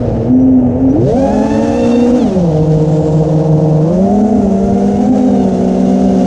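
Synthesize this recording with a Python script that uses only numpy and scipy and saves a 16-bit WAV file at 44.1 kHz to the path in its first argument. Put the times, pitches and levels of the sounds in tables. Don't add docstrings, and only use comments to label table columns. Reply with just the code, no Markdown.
import sys
import numpy as np
from scipy import signal
from scipy.fft import rfft, irfft, next_fast_len
from scipy.io import wavfile
from scipy.ndimage import uniform_filter1d, minimum_filter1d

SR = 44100
rng = np.random.default_rng(int(sys.argv[2]) if len(sys.argv) > 2 else 0)


def unload_wav(signal):
    wavfile.write(
        sys.argv[1],
        SR,
        np.round(np.clip(np.atleast_2d(signal).T, -1, 1) * 32767).astype(np.int16),
    )


N = 276066
TIME = np.arange(N) / SR

# time in seconds, shaft speed in Hz (turns per second), swell of its hum in dB.
LOUD_ROTOR = [(0, 80.96, -7), (.24, 75, -11), (.3, 83, -13), (.47, 88, -9), (.72, 80.3, -17),
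              (.8, 88.1, -14), (.92, 88.7, -16), (1.05, 130.5, 4.5), (1.11, 144, -12), (1.17, 181, -10),
              (1.25, 179, -9), (1.3, 207, -3), (1.75, 237, -2.5), (1.92, 236.7, 2), (2.18, 246.8, 0),
              (2.28, 193, -1.5), (2.38, 185.9, -0.5), (2.52, 154.5, -1.5), (3.82, 154.1, 1),
              (3.97, 180.5, 0.5), (4.13, 204.6, 3), (4.33, 210.5, -1), (4.5, 192.9, 0.5),
              (5.22, 207.4, -1.5), (5.55, 186.5, -1.5), (6.05, 192.9, 0), (6.26, 187.2, 1.5)]


def rotors(speeds, shake_db):
    # once-a-turn hum in dB, twice-a-turn hum in dB, its rise in dB per octave of speed,
    # blade-pass tone in dB, its rise in dB per octave, buzz in dB, whine in dB.
    rotor_levels = [(-10, -18, 1.5, -19, -15.5, -35.5, -56.5), (-18, -32.5, 1.5, -25.5, 3, -38.5, -48),
                    (-21.5, -38, 15.5, -29.5, 2.5, -36, -53.5), (-25, -28.5, 6.5, -28.5, 1, -39, -57.5)]
    # time in seconds, swell in dB, frequency in Hz where the whine is strongest.
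    second_whine = [(1.2, 3.5, 1700), (1.7, 6, 2150), (1.98, 5, 3202), (2.15, -6, 2900), (2.23, -1, 3496),
                    (2.6, -7, 1100), (4.9, 0, 1350), (5.12, -6.5, 4101), (5.7, -1, 2802)]
    _, hum_swell_db = curves(LOUD_ROTOR)
    whine_swell_db, whine_hz = curves(second_whine)
    loud = rotor(speeds[0], rotor_levels[0], shake_db, strong_hz=1250,
                 hum_swell_db=hum_swell_db, drone_boost_db=drone_db())
    second = rotor(speeds[1], rotor_levels[1], shake_db, whine_hz, whine_swell_db=whine_swell_db)
    third = rotor(speeds[2], rotor_levels[2], shake_db, strong_hz=1550)
    fourth = rotor(speeds[3], rotor_levels[3], shake_db, strong_hz=2400)
    tones, chop = np.sum((loud, second, third, fourth), axis=0)
    return tones, chop / chop.std()


def rotor(hz, levels, shake_db, strong_hz, hum_swell_db=0, drone_boost_db=0, whine_swell_db=0):
    hover_hz = 150
    punch_db = 7
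    wander, punch_wander, flutter = .0035, 0.008005, 0.00501
    once_db, twice_db, twice_rise, blade_db, blade_rise, buzz_db, whine_db = levels
    load = punch(hz)
    angle = spin(hz, wander + punch_wander * load, flutter)
    octaves = np.log2(hz / hover_hz)
    hum_db = (once_db + hum_swell_db,
              twice_db + twice_rise * octaves + hum_swell_db,
              blade_db + blade_rise * np.maximum(octaves, 0) + drone_boost_db + punch_db * load)
    low_tones = hum(angle, hz, hum_db, waver_db=1.5) + buzz(angle, hz, buzz_db + shake_db, blade_db=3.5)
    flickering_db = whine_db + whine_swell_db + effort_db(hz) + 1.5 * walk(11)
    tones = low_tones + whine(angle, hz, flickering_db, strong_hz, rough=.42)
    pulsing = partial(angle, order=3) + partial(angle, order=1)
    return tones, pulsing


def hum(angle, hz, levels_db, waver_db):
    # frequency in Hz, gain in dB.
    frame_response = [(75, -12.5), (125, -1), (155, -2), (200, -1.5), (236, -3), (255, 7.5), (275, -2.5),
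                      (310, -2), (400, -3.5), (470, 1), (540, 1.5), (600, -2.5), (720, -2.5), (950, -16.5)]
    total = 0
    for order, db in enumerate(levels_db, 1):
        level = undb(db + waver_db * walk(14))
        total = total + response(frame_response, order * hz) * level * partial(angle, order)
    return total


def buzz(angle, hz, db, blade_db, count=10):
    # frequency in Hz, gain in dB.
    case_response = [(300, -12), (450, 10.5), (620, 0.5), (760, -8.5), (930, -16), (1080, -23),
                     (1300, -34.5), (2500, -57.5)]
    tones = 0
    for order in range(4, count):
        blade_boost = undb(blade_db * (order % 3 == 0))
        tones = tones + response(case_response, order * hz) * blade_boost * partial(angle, order)
    return tones * undb(db + 2.8 * walk(22))


def whine(angle, hz, db, strong_hz, rough, octaves=0.56, rest_db=-13, count=11):
    # frequency in Hz, gain in dB.
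    blade_response = [(700, -4.5), (1100, 0), (1750, -0.5), (2150, 0.5), (2700, -1.5), (3650, -3),
                      (4500, -3.5), (6400, -10), (7300, -15), (10000, -37.5)]
    tones = 0
    for order in 3 * np.arange(2, count):
        nearness = np.exp(-(np.log2(order * hz / strong_hz) / octaves) ** 2)
        region_gain = undb(rest_db * (1 - nearness))
        tones = tones + response(blade_response, order * hz) * region_gain * partial(angle, order)
    return tones * undb(db) * (1 + rough * walk(70))


def punch(hz):
    full_lead_hz, inflow_lag_s = 35.3, 0.21
    keep = np.exp(-1 / (inflow_lag_s * SR))
    inflow_hz = hz[0] + signal.lfilter([1 - keep], [1, -keep], hz - hz[0])
    return np.clip((hz - inflow_hz) / full_lead_hz, 0, 1)


def effort_db(hz):
    cruise_hz, rise_db_per_octave = 240, 21
    brake_db, full_brake_hz_per_s = 3.5, 550
    slowing = -np.gradient(uniform_filter1d(hz, size=2000)) * SR
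    return rise_db_per_octave * np.log2(hz / cruise_hz) + brake_db * np.clip(slowing / full_brake_hz_per_s, 0, 1)


def drone_db():
    # start in seconds, end in
    # seconds, boost in dB.
    drones = [(0.3, 0.628, 9), (0.81, 0.985, 9)]
    attack_s, release_s = .03, 0.21
    total = 0
    for start, end, db in drones:
        nearest_edge = np.minimum((TIME - start) / attack_s, (end - TIME) / release_s)
        total = total + db * np.clip(nearest_edge + .5, 0, 1)
    return total


def shaft_speeds():
    # time in seconds, second rotor's speed in Hz.
    throttle_path = [(0, 113), (.88, 89), (1.0, 132.5), (1.1, 212.9), (1.2, 263), (1.35, 284.9),
                     (1.55, 297.3), (1.87, 299), (2.18, 310), (2.3, 223.6), (2.48, 168), (3.82, 179),
                     (4.15, 244.8), (4.36, 243.7), (4.47, 225), (5.0, 240), (5.13, 258.6), (5.3, 252.5),
                     (5.5, 229), (6.0, 237), (6.26, 237.1)]
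    # time in seconds, third rotor's speed ratio to the throttle, fourth rotor's ratio.
    steering = [(0, 1.095, 0.9), (.87, 1.4, 1.56), (1.02, .88, .95), (1.2, .8, 1.01), (1.5, 0.95, 0.94),
                (2.15, 0.83, 0.86), (2.5, 0.91, 0.93), (3.8, .92, 0.91), (4.2, 0.9, 0.88),
                (4.8, 1.033, 1.01), (6.26, 1.09, 0.87)]
    loud, _ = curves(LOUD_ROTOR)
    throttle, = curves(throttle_path)
    third, fourth = curves(steering)
    return loud, throttle, third * throttle, fourth * throttle


def spin(hz, wander, flutter):
    speed = hz * (1 + wander * walk(9.63) + flutter * walk(55.2))
    return 2 * np.pi * (np.cumsum(speed) / SR + rng.random())


def partial(angle, order):
    return np.sqrt(2) * np.sin(order * angle + 2 * np.pi * rng.random())


def frame():
    # time of the peak in seconds, level in dB, half length in seconds.
    shudders = [(.93, -14.5, 0.048), (1.18, -16.5, 0.077), (2.22, -21, 0.0631), (4.23, -8, 0.022),
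                (4.385, -11.5, 0.0507), (5.1, -6, 0.029)]
    # time of the peak in seconds, level in dB, half length in seconds.
    idle_rings = [(.37, -51.5, 0.055), (.53, -60, 0.083), (.91, -52.5, .025)]
    return swells(shudders) * ringing(245.0, 47) + swells(idle_rings) * ringing(5830, 70)


def airflow(buffet_db, wash_db, rush_db, hiss_db, shake_db, chop):
    # frequency in Hz, relative level in dB.
    buffet_spectrum = [(15, -16.5), (30, -4.5), (60, 4.5), (100, 5.5), (170, 0.5), (260, -7.5), (400, -16),
                       (900, -58.5)]
    cavity_spectrum = [(100, -10), (220, -4), (280, 5.5), (360, -4), (460, -3.5), (530, 0), (670, -0.5),
                       (790, -5.5), (900, -11.5), (1050, -33), (1600, -48), (3000, -73)]
    wash_spectrum = [(500, 0), (1000, 2.5), (1300, 2.5), (1800, -2.5), (2300, -7.5), (2750, -8),
                     (3400, -18), (5000, -39)]
    rush_spectrum = [(1500, -14), (2300, -8), (2900, 0), (3700, -1.5), (4700, -2), (5400, -2), (6500, -20),
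                     (9000, -43.5)]
    hiss_spectrum = [(4000, -26.5), (5000, -11), (5600, -0.5), (6300, 2.5), (7300, -4.5), (8700, -9.5),
                     (10000, -17.5), (12000, -29.5), (15000, -53.5)]
    # time of the peak in seconds, level in dB, half length in seconds.
    sizzles = [(2.75, -60, 0.1), (3.05, -48, 0.24)]
    buffet = coloured(buffet_spectrum) * undb(buffet_db + 2.5 + 2.6 * walk(12.0))
    cavity = coloured(cavity_spectrum) * undb(-23.0 + 0.1 * shake_db + 0.76 * walk(29.0))
    wash = coloured(wash_spectrum) * undb(wash_db + 1.0)
    rush = coloured(rush_spectrum) * undb(rush_db)
    hiss = coloured(hiss_spectrum) * undb(hiss_db)
    sizzle = swells(sizzles) * ringing(7240, 1100)
    eddies = undb(.5 * walk(60) + 0.79 * walk(28))
    blade_air = (wash + rush + hiss + sizzle) * (1 + 0.15 * chop) * eddies
    return buffet + cavity + blade_air


def air_levels(mean_hz):
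    # shaft speed in Hz, relative level in dB of
    air_by_speed = [(108.9, -42, -58.5, -59), (163, -42, -46, -48.5), (225, -39.5, -46.5, -45),
                    (286, -33.5, -45.5, -42.5)]
    # time in seconds, dB over calm cruise.
    turbulence = [(0, 9.5), (.27, 7), (.34, -1.5), (.62, -5.5), (.88, 0), (1.04, 4.5), (1.25, 1.5),
                  (1.9, 5), (2.4, 2), (3.0, 1.5), (3.6, -1.5), (4.65, -3.5), (4.8, 0), (5.35, -1),
                  (6.26, 4.5)]
    # time in seconds, relative level in dB.
    headwind = [(0, -23.5), (1.3, -25.5), (2.4, -27.5), (6.26, -27.5)]
    wash_share, hiss_share, buffet_share = 0.3, 0.47, 0.17
    speed, *columns = np.transpose(air_by_speed)
    wash_db, rush_db, hiss_db = (np.interp(mean_hz, speed, c) for c in columns)
    rough_db, = curves(turbulence)
    wind_db, = curves(headwind)
    return (wind_db + buffet_share * rough_db,
            wash_db + wash_share * rough_db,
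            rush_db + rough_db,
            hiss_db + hiss_share * rough_db)


def whistle(width_hz=110):
    # time in seconds, pitch in Hz, level in dB.
    whistle_path = [(0, 7200, -85), (.42, 7350, -68), (.62, 6750, -69), (.8, 6900, -79), (4, 7210, -69),
                    (4.17, 7227, -54), (4.9, 7200, -61.5), (5.13, 7336, -51), (5.4, 7097, -61),
                    (6.26, 7130, -63)]
    hz, db = curves(whistle_path)
    angle = 2 * np.pi * np.cumsum(hz) / SR
    return undb(db) * (walk(width_hz) * np.sin(angle) + walk(width_hz) * np.cos(angle))


def undb(db):
    return 10 ** (np.asarray(db) / 20)


def curves(table):
    s, *columns = np.transpose(table)
    return [np.interp(TIME, s, c) for c in columns]


def response(points, hz):
    f, db = np.transpose(points)
    return undb(np.interp(np.log(np.maximum(hz, 1)), np.log(f), db, right=-np.inf))


def swells(table):
    return sum(undb(db) * np.exp(-((TIME - s) / length) ** 2) for s, db, length in table)


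def noise(gain):
    size = next_fast_len(N)
    hz = np.arange(size // 2 + 1) * SR / size
    x = irfft(rfft(rng.standard_normal(size)) * gain(hz), size)[:N]
    return x / x.std()


def coloured(points):
    return noise(lambda f: response(points, f))


def ringing(hz, width_hz):
    return noise(lambda f: 1 / (1 + (2 * (f - hz) / width_hz) ** 2))


def walk(rate):
    return noise(lambda f: 1 / (1 + (f / rate) ** 4))


def scene():
    # time in seconds, relative level in dB.
    shake = [(0, -2.5), (.9, -1.5), (1.4, 6.5), (2.7, 4), (3.7, 8), (4.3, 3), (6.26, -1)]
    speeds = shaft_speeds()
    shake_db, = curves(shake)
    tones, chop = rotors(speeds, shake_db)
    air = airflow(*air_levels(np.mean(speeds, axis=0)), shake_db, chop)
    return (tones + air + frame() + whistle())[None]


def record(dry, size=500):
    ceiling, top_hz = .88, 14500
    gain = ceiling / np.maximum(np.abs(dry), ceiling)
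    gain = uniform_filter1d(minimum_filter1d(gain, size), size)
    fade_in = np.minimum(TIME / .004, 1)
    low_pass = signal.ellip(8, .2, 80, top_hz, fs=SR, output="sos")
    return signal.sosfilt(low_pass, dry * gain * fade_in)


dry = scene()
out = record(dry)
unload_wav(out)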